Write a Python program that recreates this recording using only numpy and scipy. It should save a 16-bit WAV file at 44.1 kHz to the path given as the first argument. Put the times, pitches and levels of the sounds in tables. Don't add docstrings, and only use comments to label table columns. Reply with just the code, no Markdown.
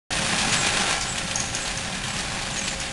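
import sys
import numpy as np
from scipy import signal
from scipy.fft import rfft, irfft
from scipy.io import wavfile
from scipy.ndimage import uniform_filter1d

SR = 44100
rng = np.random.default_rng(int(sys.argv[2]) if len(sys.argv) > 2 else 0)


def waveform_to_disk(signal):
    frames = np.transpose(np.atleast_2d(signal))
    scaled = np.clip(frames, -1, 1) * 32767
    samples = np.round(scaled).astype(np.int16)
    wavfile.write(sys.argv[1], SR, samples)


N = 128772
T = np.arange(N) / SR

START_S, LOWPASS_HZ, HALL_T60_S = .105, 11500, 0.64
TURN_S, HANDOVERS_PER_TURN, TEETH_PER_TURN = .515, 4, 28
HANDOVER_AT_S, HANDOVER_SWING_DB, TOOTH_SWING_DB = .53, 0.94, -0.5
BLOWS_PER_S, PART_NOISE_T60_S, PART_TONE_T60_S, PART_SCATTER = 1500, 0.028, 0.062, .06
GEAR_HZ, GEAR_STEADY = 539.4, 0.57
ROD_HZ, ROD_WAVER_HZ = 1367, 4.12
DRIVE_HZ, DRIVE_STEP_HZ = 8940, 49.7
RATTLE_BLOWS_PER_S, RATTLE_DECAY_S, RATTLE_PEAK_DB, RATTLE_WIDTH_OCT = 460, 0.0087, 5, 0.34
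KNOCK_RISE_S, KNOCK_T60_S = 0.0068, .16
CLINK_RISE_S, CLINK_T60_S = 0.00076, 0.019
SQUEAK_SAG, SQUEAK_FALL, SQUEAK_TAIL_FALL, SQUEAK_JITTER = 0.0175, 0.0121, .07, .012
SQUEAK_ROUGH_DB, SQUEAK_TAIL_DB, SQUEAK_TAIL_S = 4, -10, 0.079
CLACK_RISE_S, CLACK_T60_S = 0.00098, 0.038

# time_s, clatter_db, thumps_db
MACHINE_LEVEL = [(.11, -26.5, -37), (.3, -24, -36), (.55, -24, -33), (.8, -23, -39.5), (.94, -24.5, -37),
                 (1.01, -30.5, -42), (1.1, -30.5, -37), (1.42, -29.5, -38.5), (1.5, -32, -35.5),
                 (1.6, -30, -40.5), (1.8, -30.5, -39.5), (2.0, -31.5, -37.5), (2.15, -29.5, -37),
                 (2.3, -30.5, -39.5), (2.6, -30, -37), (2.92, -32.5, -41)]
PART_HZ = [1597, 1720, 2386, 2510, 2620, 2926, 3085, 3500, 3830, 4506, 5790, 7040]
# freq_hz, gain_db
STEEL_SPECTRUM = [(120, -9), (290, -1), (430, -1), (485, -5.5), (590, -0.5), (690, 2), (800, 3), (860, -3),
                  (940, -4), (1080, 0.5), (1220, -3), (1500, -1), (1680, 0.7), (2050, -0.5), (2500, -0.5),
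                  (3200, -2), (4200, -3.5), (4600, -3), (5400, -5.5), (6000, -4.5), (7200, -7.5),
                  (8500, -8), (8900, -9.5), (9900, -9.5), (10700, -15.5), (11500, -36)]
# freq_hz, gain_db
FRAME_SPECTRUM = [(50, -25), (95, -7), (122, 2.5), (145, -0.5), (185, 2), (230, -1.5), (300, -13.5),
                  (700, -31.5)]
# freq_hz, gain_db
RUMBLE_SPECTRUM = [(15, -8), (29, -1), (42, 0.5), (58, -3), (80, -4), (130, -10), (400, -43)]
# time_s, level_db
GEAR_LEVEL = [(.3, -42), (1.2, -49.5), (2.9, -47)]
# pitch_hz, width_hz, level_re_clatter_db
STEEL_MODES = [(450, 12, -34), (570, 11, -31.5), (800, 31, -23), (826, 20, -26), (4330, 26, -33),
               (6800, 35, -37)]
# time_s, level_db
ROD_LEVEL = [(.1, -64), (.55, -39.5), (.7, -41), (.92, -37), (1.1, -46.5), (1.4, -49), (2.9, -57)]
# time_s, level_db
DRIVE_LEVEL = [(.1, -42), (1.4, -48.5), (1.7, -46), (2.9, -70)]
# start_s, length_s, level_db, centre_hz
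RATTLES = [(0.12, 0.025, -25.5, 4470), (0.374, 0.064, -27.5, 3200), (0.522, 0.039, -23, 2700),
           (0.654, 0.061, -27, 2610), (1.003, 0.053, -27, 4860), (1.151, 0.028, -29.5, 2360),
           (1.175, 0.029, -27, 2700), (1.307, 0.02, -38, 3100), (1.388, .055, -32, 4200),
           (1.546, 0.031, -30.5, 3500), (1.649, 0.031, -30, 3900), (2.667, 0.036, -27.5, 4300),
           (2.804, 0.049, -31, 3300)]
# start_s, level_db, pitch_hz
KNOCKS = [(.19, -30.5, 183), (.19, -31, 764), (.316, -31, 178), (.32, -29.5, 775), (.43, -30, 795),
          (.511, -30, 175), (0.589, -28, 190), (0.671, -30.5, 86), (.791, -30.5, 196), (.8, -35, 770),
          (.828, -27.5, 830), (.92, -30, 750), (.96, -32, 796), (1.075, -39, 784), (1.241, -31, 169),
          (1.348, -28.5, 805), (1.764, -29.5, 116), (1.905, -33.5, 796), (2.039, -33, 134),
          (2.36, -32, 885)]
# start_s, level_db, pitch_hz
CLINKS = [(.363, -29, 6500), (.928, -19.5, 5140), (1.0105, -16.5, 6800), (1.18, -24, 5960),
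          (1.3569, -14, 6580), (1.402, -17.5, 6500), (1.549, -17, 6670), (1.774, -19, 6200),
          (2.8016, -19, 7000)]
# freq_hz, gain_db
TICK_SPECTRUM = [(800, -14), (2800, -20), (4500, -3), (5500, 10), (6700, 14), (7600, -2), (10000, 5.5),
                 (11500, -12)]
# centre_s, length_s, pitch_hz, level_db
SQUEAKS = [(0.527, 0.075, 6780, -33.5), (0.584, .062, 7720, -28), (1.102, 0.071, 7770, -33),
           (1.625, .068, 7720, -38.5), (2.117, .071, 7770, -39.5), (2.544, 0.038, 7150, -37),
           (2.585, 0.037, 6600, -30.5), (2.643, 0.047, 7760, -34.5), (2.7, 0.052, 7200, -40)]
# start_s, level_db, pitch_hz
CLACKS = [(1.181, -23.5, 2750), (1.3105, -20, 2930), (1.423, -29, 5500), (1.567, -25, 2770),
          (1.66, -32, 3200), (1.677, -21.5, 3850), (1.925, -27, 3400), (1.949, -29, 3750),
          (2.037, -25, 3320), (2.052, -28, 3280), (2.081, -26.5, 3020), (2.166, -25, 2650),
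          (2.187, -24, 4800), (2.2045, -25.5, 4500), (2.24, -37, 2980), (2.3003, -30, 3900),
          (2.421, -25, 4500), (2.461, -33, 3000), (2.567, -26, 3350), (2.678, -24, 2600)]
# freq_hz, gain_db
CRACK_SPECTRUM = [(700, -16), (2500, 0.5), (4500, -0.5), (7000, -2), (11000, -11)]


def amp(db):
    return 10 ** (np.asarray(db) / 20)


def unit(x):
    return x / np.sqrt(np.mean(x ** 2) + 1e-20)


def add(mix, start_s, sound):
    part = mix[max(round(start_s * SR), 0):][:len(sound)]
    part += sound[:len(part)]


def level(table, column=1):
    rows = np.array(table)
    return amp(np.interp(T, rows[:, 0], rows[:, column]))


def colour(x, spectrum):
    hz, db = np.transpose(spectrum)
    f = np.fft.rfftfreq(len(x), 1 / SR)
    return irfft(rfft(x) * amp(np.interp(np.log(f + 1), np.log(hz + 1), db)), len(x))


def ring(size, hz, width_hz):
    f = np.fft.rfftfreq(size, 1 / SR)
    return unit(irfft(rfft(rng.standard_normal(size)) / (1 + (2 * (f - hz) / width_hz) ** 2), size))


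def waver(samples):
    return unit(uniform_filter1d(rng.standard_normal(N), size=samples))


def blows(per_s, spread_db):
    strength = amp(spread_db * np.minimum(rng.exponential(1, N), 4))
    return strength * rng.choice([-1, 1], N) * (rng.random(N) < per_s / SR)


def hall(x, wet):
    t = T[:SR // 2]
    tail = rng.standard_normal(len(t)) * amp(-60 * t / HALL_T60_S) * np.minimum(t / 0.0021, 1)
    return x + wet * signal.fftconvolve(x, tail / np.linalg.norm(tail))[:N]


def carrier_clatter():
    angle = 2 * np.pi * (T - HANDOVER_AT_S) / TURN_S
    handover_db = HANDOVER_SWING_DB * np.cos(HANDOVERS_PER_TURN * angle)
    force = amp(handover_db + TOOTH_SWING_DB * np.cos(TEETH_PER_TURN * angle))
    t, clatter = T[:2048], np.zeros(N)
    pitches_hz = np.outer(PART_HZ, 1 + PART_SCATTER * np.linspace(-1, 1, 5)).ravel()
    for hz in pitches_hz:
        tone = 0.2 * np.sin(2 * np.pi * hz * t) * amp(-60 * t / PART_TONE_T60_S)
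        part = unit(rng.standard_normal(len(t)) * amp(-60 * t / PART_NOISE_T60_S) + tone)
        hits = force * blows(BLOWS_PER_S / len(pitches_hz), spread_db=1.5)
        clatter += signal.oaconvolve(hits, part)[:N]
    return level(MACHINE_LEVEL) * unit(colour(hall(clatter, wet=0.43), STEEL_SPECTRUM))


def frame_rumble():
    thumps = unit(colour(blows(per_s=900, spread_db=1), FRAME_SPECTRUM))
    rumble = unit(colour(rng.standard_normal(N), RUMBLE_SPECTRUM))
    return level(MACHINE_LEVEL, column=2) * thumps + amp(-40.5) * rumble


def gear_whine():
    tone = np.sqrt(2) * np.sin(2 * np.pi * GEAR_HZ * T)
    noise = ring(N, GEAR_HZ, width_hz=14)
    return level(GEAR_LEVEL) * unit(GEAR_STEADY * tone + (1 - GEAR_STEADY) * noise)


def steel_ring():
    return level(MACHINE_LEVEL) * sum(amp(db) * ring(N, hz, width_hz) for hz, width_hz, db in STEEL_MODES)


def rod_sing():
    pitch_hz = ROD_HZ + ROD_WAVER_HZ * waver(samples=2000)
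    return level(ROD_LEVEL) * unit(np.sin(2 * np.pi * np.cumsum(pitch_hz) / SR))


def drive_whistle():
    tones = sum(ring(N, DRIVE_HZ + k * DRIVE_STEP_HZ, width_hz=20) for k in (-1, 0, 1, 3))
    return level(DRIVE_LEVEL) * unit(tones)


def carrier_rattle(length_s, db, hz):
    t = T[:8192]
    f = np.fft.rfftfreq(len(t), 1 / SR) + 1
    body = amp(RATTLE_PEAK_DB * np.exp(-(np.log2(f / hz) / RATTLE_WIDTH_OCT) ** 2)) * f / (f + 2200)
    hits = rng.random(len(t)) < RATTLE_BLOWS_PER_S / SR
    energy = signal.lfilter([1], [1, -np.exp(-1 / (RATTLE_DECAY_S * SR))], hits)
    chatter = colour(np.sqrt(energy) * rng.standard_normal(len(t)), STEEL_SPECTRUM)
    swell = np.sin(np.pi * np.minimum(t / length_s, 1) ** 0.62)
    return amp(db) * swell * unit(irfft(rfft(chatter) * body))


def frame_knock(db, hz):
    t = T[:8192]
    envelope = np.minimum(t / KNOCK_RISE_S, 1) * amp(db - 60 * t / KNOCK_T60_S)
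    return envelope * ring(len(t), hz, width_hz=0.22 * hz)


def steel_clink(db, hz):
    t = T[:4096]
    tick = unit(colour(rng.standard_normal(len(t)), TICK_SPECTRUM))
    envelope = np.minimum(t / CLINK_RISE_S, 1) * amp(db - 60 * t / CLINK_T60_S)
    return envelope * unit(ring(len(t), hz, width_hz=1000) + 1.3 * tick)


def bearing_squeak(length_s, hz, db):
    t = T[:int((length_s + SQUEAK_TAIL_S) * SR)]
    arch = np.minimum(2 * t / length_s - 1, 1)
    tail = np.clip((t - length_s) / SQUEAK_TAIL_S, 0, 1)
    glide = 1 - SQUEAK_SAG * arch ** 2 - SQUEAK_FALL * arch - SQUEAK_TAIL_FALL * tail
    pitch_hz = hz * (glide + SQUEAK_JITTER * waver(samples=40)[:len(t)])
    phase = 2 * np.pi * np.cumsum(pitch_hz) / SR
    tone = unit(amp(SQUEAK_ROUGH_DB * waver(samples=200)[:len(t)]) * np.sin(phase))
    rasp = unit(ring(len(t), 0, width_hz=420) * np.cos(phase))
    swell = np.cos(np.pi * arch / 2) + amp(SQUEAK_TAIL_DB) * np.maximum(arch, 0) * np.sqrt(1 - tail)
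    return amp(db) * swell * unit(tone + 0.41 * rasp)


def carrier_clack(db, hz):
    t = T[:4096]
    crack = unit(colour(rng.standard_normal(len(t)), CRACK_SPECTRUM))
    envelope = np.minimum(t / CLACK_RISE_S, 1) * amp(db - 60 * t / CLACK_T60_S)
    return envelope * unit(ring(len(t), hz, width_hz=0.3 * hz) + 0.99 * crack)


def scene():
    near, knocks, clinks, clacks = np.zeros((4, N))
    mono = carrier_clatter() + frame_rumble() + gear_whine() + steel_ring() + rod_sing() + drive_whistle()
    for start_s, *row in RATTLES:
        add(near, start_s, carrier_rattle(*row))
    for start_s, *row in KNOCKS:
        add(knocks, start_s, frame_knock(*row))
    for start_s, *row in CLINKS:
        add(clinks, start_s, steel_clink(*row))
    for centre_s, length_s, hz, db in SQUEAKS:
        add(near, centre_s - length_s / 2, bearing_squeak(length_s, hz, db))
    for start_s, *row in CLACKS:
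        add(clacks, start_s, carrier_clack(*row))
    for layer, wet in (near, 0.37), (knocks, 0.4), (clinks, 0.75), (clacks, 0.27):
        mono += hall(layer, wet)
    return np.array([mono, mono])


def record(dry):
    gate = np.clip((T - START_S) / 0.0018, 0, 1)
    lowpass = signal.firwin(301, LOWPASS_HZ, window=("kaiser", 9), fs=SR)
    return signal.oaconvolve(dry * gate, lowpass[None], "same")


dry = scene()
out = record(dry)
waveform_to_disk(out)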